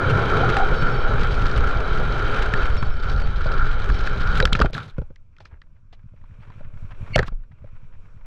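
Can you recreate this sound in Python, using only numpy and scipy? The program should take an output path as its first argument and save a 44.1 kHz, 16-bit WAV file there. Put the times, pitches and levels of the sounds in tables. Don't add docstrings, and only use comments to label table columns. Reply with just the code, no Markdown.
import sys
import numpy as np
from scipy import signal
from scipy.fft import rfft, irfft, next_fast_len
from scipy.io import wavfile
from scipy.ndimage import uniform_filter1d

SR = 44100
rng = np.random.default_rng(int(sys.argv[2]) if len(sys.argv) > 2 else 0)


def to_wav(s):
    ch = np.atleast_2d(s).T
    pcm = np.round(np.clip(ch, -1, 1) * 32767)
    wavfile.write(sys.argv[1], SR, pcm.astype(np.int16))


N = 364261
T = np.arange(N) / SR

# time in seconds, level in dB.
RUSH_LEVELS = [(0.0, -24.5), (0.5, -23), (0.69, -26.5), (2.08, -28.5), (2.43, -25), (2.5, -31), (2.6, -25),
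               (2.88, -36), (2.94, -39), (3.16, -29.5), (3.31, -37.5), (3.44, -33), (3.47, -27.5),
               (3.75, -34), (4.38, -29.5), (4.47, -44), (4.66, -35.5), (4.71, -58), (4.76, -35.5),
               (4.95, -56.5)]
# pitch in Hz, width in Hz, level in dB.
CASE_TONES = [(262.7, 8.8, -6), (413, 120, -4), (810, 19, -6), (1382, 167, 2.5), (2287, 400, -16),
              (3120, 320, -17.5), (3895, 91, -18), (4540, 37, -22.5), (5580, 57, -37.5), (6260, 670, -40)]
# first and last chug in seconds, chugs per second,
# first and last level in dB.
IDLE_SPELLS = [(2.944, 3.888, 11.7, -27.5, -26.5), (5.189, 5.4, 11.4, -57, -53.5),
               (5.618, 5.926, 9.7, -55.5, -47), (6.032, 6.552, 11.6, -40.5, -38),
               (6.64, 7.096, 10.8, -34.5, -28.5), (7.387, 7.618, 8.9, -39, -37),
               (7.726, 8.141, 9.5, -33.5, -41)]
# time in seconds, sway level in dB, rustle level in dB.
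LYING_LEVELS = [(4.9, -51, -80), (4.98, -27, -56.5), (5.14, -43, -71.5), (5.35, -52.5, -73.5),
                (5.41, -56, -63), (5.56, -44.5, -70), (5.83, -46.5, -74), (6.38, -38.5, -62.5),
                (6.43, -41, -58), (6.66, -30, -57.5), (6.72, -30.5, -59), (7.13, -28, -49.5),
                (7.35, -25.5, -68.5), (7.5, -46, -67.5), (7.76, -37, -61), (8.26, -37, -62.5)]


def undb(db):
    return np.exp(np.asarray(db) * (np.log(10) / 20))


def unit(x):
    return x / np.sqrt(np.mean(x ** 2))


def curves(table):
    times, *columns = np.transpose(table)
    return [np.interp(T, times, column) for column in columns]


def during(start, end, fade_samples):
    return uniform_filter1d(1. * (T > start) * (T < end), fade_samples)


def add(out, start, piece):
    i = int(start * SR)
    out[i:i + len(piece)] += piece[:len(out) - i]


def band(x, hz, width):
    return signal.lfilter(*signal.iirpeak(hz, hz / width, fs=SR), x)


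def noise(lo_hz, hi_hz):
    passband = signal.butter(2, [lo_hz, hi_hz], "band", fs=SR, output="sos")
    return unit(signal.sosfilt(passband, rng.standard_normal(N)))


def pitched_noise(hz, width):
    return unit(band(rng.standard_normal(N), hz, width))


def wander(rate):
    hold = int(SR / rate)
    steps = np.repeat(rng.standard_normal(N // hold + 1), hold)
    return 1.11 * uniform_filter1d(uniform_filter1d(steps, hold), hold)[:N]


def hiss(outline, tones, gust_db, flicker_db, low_db=0, high_db=0):
    size = next_fast_len(N)
    hz = np.maximum(np.fft.rfftfreq(size, 1 / SR), 1)
    outline_hz, outline_db = np.transpose(outline)
    power = undb(np.interp(np.log(hz), np.log(outline_hz), outline_db)) ** 2
    power += sum(undb(2 * db) / (1 + (2 * (hz - pitch) / width) ** 2) ** 2 for pitch, width, db in tones)
    spectrum = rfft(rng.standard_normal(N), size) * np.sqrt(power)
    out, gust = 0, gust_db * wander(13)
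    for octave in range(-3, 5):
        share = np.cos(np.pi / 2 * np.clip(np.log2(hz / 1400) - octave, -1, 1)) ** 2
        level_db = gust + flicker_db * wander(25) + low_db * (octave < 0) + high_db * (octave > 0)
        out = out + irfft(spectrum * share, size)[:N] * undb(level_db)
    return out / np.std(irfft(spectrum, size))


def crackle(rate, spread_db, lo_hz, hi_hz, smear_s):
    hits = rng.random(N) < rate * undb(3 * wander(9)) / SR
    ticks = hits * undb(spread_db * np.minimum(rng.exponential(size=N), 2))
    tails = signal.lfilter([1], [1, -np.exp(-1 / (smear_s * SR))], ticks)
    return unit(uniform_filter1d(tails, size=16) * noise(lo_hz, hi_hz))


def rough_tone(hz, t, wobble):
    return np.sin(2 * np.pi * hz * t + wobble)


def wind_buffeting():
    # time in seconds, level in dB.
    levels = [(0.3, -23), (0.69, -17.5), (4.38, -16), (4.42, -20), (4.66, -28.5), (4.71, -32), (4.95, -58)]
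    pressure = unit(noise(4.66, 20) + 0.48 * undb(3.2 * wander(15)) * noise(27, 60))
    pressure = unit(pressure + 0.24 * (pressure ** 2 - 1))
    pressure = unit(np.tanh(pressure / 2.2))
    return undb(curves(levels)[0]) * pressure


def bike_drone():
    coasting = during(*IDLE_SPELLS[0][:2], fade_samples=SR // 10)
    level_db = -7.5 + 0.78 * curves(RUSH_LEVELS)[0] - 3 * coasting + 4.3 * wander(20)
    return undb(level_db) * unit(noise(77, 150) + 0.068 * pitched_noise(125, 31))


def air_and_tyres(rush_db):
    # frequency in Hz, level in dB.
    outline = [(150, -23.5), (240, -9.5), (310, -15), (500, -6.5), (620, -11), (950, -13), (1550, -6),
               (1900, -20), (2650, -30), (3600, -25), (4200, -29.5), (5120, -37), (6900, -50), (9000, -55),
               (12500, -67.5), (15000, -79)]
    tumbling = during(4.4, 4.68, fade_samples=SR // 30)
    roar_db = 4 - 1.03 * T + 11 * tumbling
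    lull_db = uniform_filter1d(rush_db, SR // 2) - rush_db
    fill_db = 0.6 * lull_db * (T < 4.2)
    return hiss(outline, CASE_TONES, gust_db=0.68, flicker_db=2, low_db=roar_db, high_db=fill_db)


def grit_and_stones():
    # time in seconds, grit level in dB compared with the air rush.
    grit_levels = [(1.1, -40), (1.4, -18), (2.6, -29.5), (3, -18)]
    grit = unit(band(crackle(90, 6.2, 2600, 4600, smear_s=0.0039), 4200, 2500))
    stones = crackle(70, 4, 400, 4500, smear_s=0.005)
    ringing = unit(sum(undb(db) * band(stones, hz, 2 * width) for hz, width, db in CASE_TONES[:5]))
    return undb(curves(grit_levels)[0]) * grit + undb(-10.5) * ringing


def rattling_parts():
    # (start in seconds, level in dB).
    parts = [(778, 0.094, [(.43, -15), (.568, -12), (.597, -11.5), (.622, -12.5)]), (4470, .12, [(.78, -41),
             (.94, -41), (2.735, -44), (2.784, -40), (2.855, -44), (3.22, -44)]), (5375, .11, [(.79, -40),
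             (.985, -45), (2.64, -45), (2.775, -40), (2.919, -46)]), (520, .06, [(4.428, -8)]),
             (3900, 0.024, [(4.426, -11)])]
    out, t, wobble = np.zeros(N), T[:SR // 4], 0.8 * wander(200)
    for hz, fade_s, taps in parts:
        envelope = 1000 ** (-t / fade_s) * (1 - np.exp(-t / 0.0019))
        for start, db in taps:
            tone = rough_tone(hz, t, wobble[int(start * SR):][:len(t)])
            add(out, start, undb(db) * tone * envelope)
    return out * undb(1.8 * wander(130))


def jingle():
    # pitch in Hz, width in Hz, level in dB compared with the air rush.
    parts = [(4470, 30, -27), (5375, 30, -33)]
    spells = [(.75, 1.05), (2.55, 3.3), (3.9, 4.15)]
    shaken = sum(during(start, end, fade_samples=SR // 20) for start, end in spells)
    return shaken * sum(undb(db + 4 * wander(8) + 3 * wander(50)) * pitched_noise(hz, width)
                        for hz, width, db in parts)


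def contact(t, fade_s):
    t = np.maximum(t, 0)
    return 1000 ** (-t / fade_s) * (1 - np.exp(-t / 0.00092))


def case_knocks():
    # start in seconds, ring level in dB, brightest pitch in Hz,
    # crack level in dB compared with the ring.
    blows = [(1.606, -16.5, 1370, -13), (2.537, -10, 1530, -29), (2.826, -15.5, 1280, -42),
             (3.178, -25, 1410, -18), (3.459, -19, 544, -16), (3.666, -20, 1340, -24),
             (3.899, -14, 1290, -23), (4.072, -18, 1400, -15), (4.211, -19.5, 1350, -20),
             (4.401, -2, 1600, -11), (4.425, -21, 2320, -3), (4.453, -6, 1490, 3), (4.473, -21, 1570, -27),
             (4.524, -13.5, 1430, -29), (4.529, -6.5, 3084, -41), (4.551, -8.5, 1620, -25),
             (4.591, -14, 1450, -13), (4.601, -13, 404, -2.5), (4.613, -8, 1180, -25),
             (4.617, -5.5, 1390, -11), (4.646, -13.5, 690, -24.5), (4.658, -17, 1440, -26),
             (4.699, -31.5, 548, -11), (4.732, -30.5, 543, 4), (4.749, -22.5, 1520, -11),
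             (4.779, -18, 1440, -8.5), (4.983, -23, 460, -32), (5.017, -32.5, 534, -45),
             (5.104, -42.5, 503, -39), (5.159, -43.5, 1940, 2.5), (5.365, -46.5, 2134, -12),
             (5.384, -47, 1500, 0), (5.404, -38.5, 650, -3), (5.454, -34.5, 1910, -6.5),
             (5.617, -38.5, 1730, -2.5), (5.928, -47, 649, -1), (6.137, -48.5, 495, -30.5),
             (6.239, -46, 956, -36.5), (6.501, -39, 1000, -30.5), (6.607, -37.5, 606, -23),
             (7.159, -4.5, 534, 1.5), (7.179, -11.5, 1580, -32), (7.19, -7.5, 1550, -20.5),
             (7.192, -11, 503, -13), (7.208, -44, 1570, -25), (7.228, -19.5, 1390, -39),
             (7.281, -26.5, 1360, -33), (7.321, -42, 494, -46), (7.643, -39.5, 490, -32)]
    out, t = np.zeros(N), T[:SR // 12]
    crack_filter = signal.butter(3, [1900, 4800], "band", fs=SR)
    thud = np.sin(2 * np.pi * 50 * t ** 0.746) * np.exp(-t / 0.014)
    scrapes = rng.standard_normal((len(blows), len(t)))
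    bounce_gaps_s = 0.0085 * (0.5 + rng.random((len(blows), 2)))
    for (start, db, hz, crack_db), scrape, gaps in zip(blows, scrapes, bounce_gaps_s):
        fade_s = 0.018 * (hz / 1000) ** -0.3
        bounces = sum(undb(-12.5 * (k + 2.5)) * contact(t - delay, fade_s)
                      for k, delay in enumerate(np.cumsum(gaps)))
        drag = undb(-36.5) * np.exp(-t / 0.029)
        burst = scrape * (contact(t, fade_s) + drag + bounces)
        ring = sum(undb(0.39 * tone_db - 4.5 * abs(np.log2(pitch / hz)))
                   * band(burst, pitch, 0.78 * width) for pitch, width, tone_db in CASE_TONES)
        ring += 2.4 * band(band(burst, hz, 0.48 * hz), hz, 0.48 * hz)
        ring = signal.lfilter(*signal.butter(2, min(4 * hz, 6000), fs=SR), ring)
        crack = signal.lfilter(*crack_filter, burst * np.exp(-t / 0.0021))
        thud_db = 3.5 - 6 * np.log2(hz / 500) - 0.3 * max(crack_db + 28.5, -9)
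        knock = ring / np.abs(ring).max() + undb(crack_db) * crack / np.abs(crack).max()
        add(out, start, undb(db) * (knock + undb(thud_db) * thud))
    return signal.sosfilt(signal.butter(2, 6000, fs=SR, output="sos"), out)


def engine_idle():
    # pitch in Hz, width in Hz, level in dB.
    exhaust_tones = [(94.5, 47.5, 8), (168, 20, -13)]
    pressure, puff = np.zeros(N), np.hanning(SR // 170)
    for first, last, rate, first_db, last_db in IDLE_SPELLS:
        count = round((last - first) * rate) + 1
        time_jitter, level_jitter, second_lags, second_sizes = rng.standard_normal((count, 4)).T
        times = np.linspace(first, last, count) + 0.003 * time_jitter
        levels = np.linspace(first_db, last_db, count) + 3 * level_jitter
        for start, db, lag, size in zip(times, levels, second_lags, second_sizes):
            add(pressure, start + 0.0036, -undb(db) * puff)
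            add(pressure, start + 0.023 + 0.0018 * lag, -undb(db - 1 + 1.7 * size) * puff)
    return 0.059 * pressure + sum(undb(db) * band(pressure, hz, width) for hz, width, db in exhaust_tones)


def grass_scratches():
    # start and end in seconds, first and last level in dB.
    strokes = [(4.21, 4.395, -74, -32.5), (4.42, 4.65, -61, -69), (4.733, 4.908, -40.5, -61),
               (7.248, 7.278, -73, -43)]
    envelope, fade_s = np.zeros(N), 0.0097
    for start, end, first_db, last_db in strokes:
        edges = np.clip(np.minimum(T - start, end - T) / fade_s + 1, 0, 1)
        envelope += edges * undb(np.interp(T, [start, end], [first_db, last_db]))
    bright = crackle(230, 3.2, 3400, 4100, smear_s=0.0036)
    broad = crackle(220, 3.4, 700, 3400, smear_s=0.0078)
    return envelope * (bright + 0.92 * broad)


def helmet_shoves():
    # start in seconds, level in dB, pitch in Hz.
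    bumps = [(4.387, -18, 30), (4.428, -9, 33), (4.452, -6, 48), (4.508, -11.5, 16), (4.527, -12, 53),
             (4.588, -27, 23), (4.617, -4.5, 56), (4.643, -12, 35), (4.988, -15, 58), (5.528, -32, 73),
             (7.161, -12, 43), (7.18, -14, 66), (7.206, -16, 61), (7.319, -15.5, 25)]
    out, t = np.zeros(N), T[:SR // 5]
    for start, db, hz in bumps:
        envelope = np.exp(-t * hz) * (1 - np.exp(-t / 0.00084))
        add(out, start, undb(db) * envelope * np.sin(2 * np.pi * hz * t))
    return out


def scuffs():
    # start in seconds, fade time in seconds, level in dB, treble limit in Hz.
    rubs = [(4.406, 0.04, -43, 4000), (4.456, 0.029, -39, 5000), (4.553, 0.017, -23.5, 4540),
            (4.585, 0.041, -24.5, 2960), (4.642, 0.016, -34, 2470), (5.399, 0.025, -54, 4500),
            (5.449, 0.025, -56, 4560), (5.509, 0.053, -47.5, 1800), (5.925, 0.019, -49.5, 4080),
            (6.4, 0.047, -53.5, 3020), (7.163, 0.048, -30, 1970), (7.225, 0.034, -37, 1780)]
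    out, t = np.zeros(N), T[:SR // 4]
    grain = crackle(850, 2.2, 220, 8200, smear_s=0.0025)
    for start, fade_s, db, top_hz in rubs:
        envelope = (1 - np.exp(-t / 0.0024)) * np.exp(-(t / fade_s) ** 2)
        rub = grain[int(start * SR):][:len(t)] * envelope
        add(out, start, undb(db) * signal.sosfilt(signal.butter(4, top_hz, fs=SR, output="sos"), rub))
    return out


def rustle(level_db):
    # frequency in Hz, level in dB.
    outline = [(150, -2), (290, -7.5), (605, -5.5), (779, -18), (942, -9), (1470, -8.5), (1940, -21),
               (2370, -11), (2800, -20), (5120, -35.5), (7000, -35), (15000, -53.5)]
    rubbing = hiss(outline, [(5600, 290, -27.5)], gust_db=1.5, flicker_db=2)
    ticks = unit(band(crackle(20, 2.8, 560, 2180, smear_s=0.007), 1300, 1800))
    return undb(level_db) * (rubbing + undb(-5.5) * ticks)


def ground_hum(rustle_db):
    return undb(-37 + 0.25 * rustle_db + 2 * wander(19)) * noise(51, 109)


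def head_sway():
    sway_db = curves(LYING_LEVELS)[0]
    return undb(sway_db) * unit(uniform_filter1d(noise(5.96, 24.8), SR // 60))


def faint_hiss():
    return undb(-91.5) * (noise(2500, 7200) + 0.54 * pitched_noise(5700, 400))


def swell_before_knock():
    # pitch in Hz, level in dB at the end of the swell.
    tones = [(2200, -16), (2800, -22), (4400, -28)]
    start, end, pulse_hz = 7.125, 7.159, 105
    swell = undb(np.interp(T, [start, end], [-22, 0])) * np.clip((T - start) / 0.016, 0, 1) * (T < end)
    pulses = 0.65 + 0.35 * np.cos(2 * np.pi * pulse_hz * (T - end + 0.003))
    chord = sum(undb(db + 2.5 * wander(250)) * rough_tone(hz, T, 0.9 * wander(500)) for hz, db in tones)
    return swell * pulses * chord


def scene():
    rush_db, rustle_db = curves(RUSH_LEVELS)[0], curves(LYING_LEVELS)[1]
    riding = wind_buffeting() + bike_drone()
    riding += undb(rush_db) * (air_and_tyres(rush_db) + grit_and_stones() + jingle())
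    mix = riding * np.interp(T, [4.9, 4.96], [1, 0]) + grass_scratches()
    lying = rustle(rustle_db) + ground_hum(rustle_db) + head_sway() + faint_hiss()
    mix += lying * np.interp(T, [4.88, 4.94], [0, 1])
    mix += case_knocks() + helmet_shoves() + scuffs() + engine_idle()
    mix += rattling_parts() + swell_before_knock()
    return mix[None]


def record(dry):
    ceiling, top_hz = 0.6, 15100
    squashed = dry / (1 + np.abs(dry / ceiling) ** 4) ** 0.25
    return signal.sosfilt(signal.ellip(8, 0.2, 70, top_hz, fs=SR, output="sos"), squashed)


dry = scene()
out = record(dry)
to_wav(out)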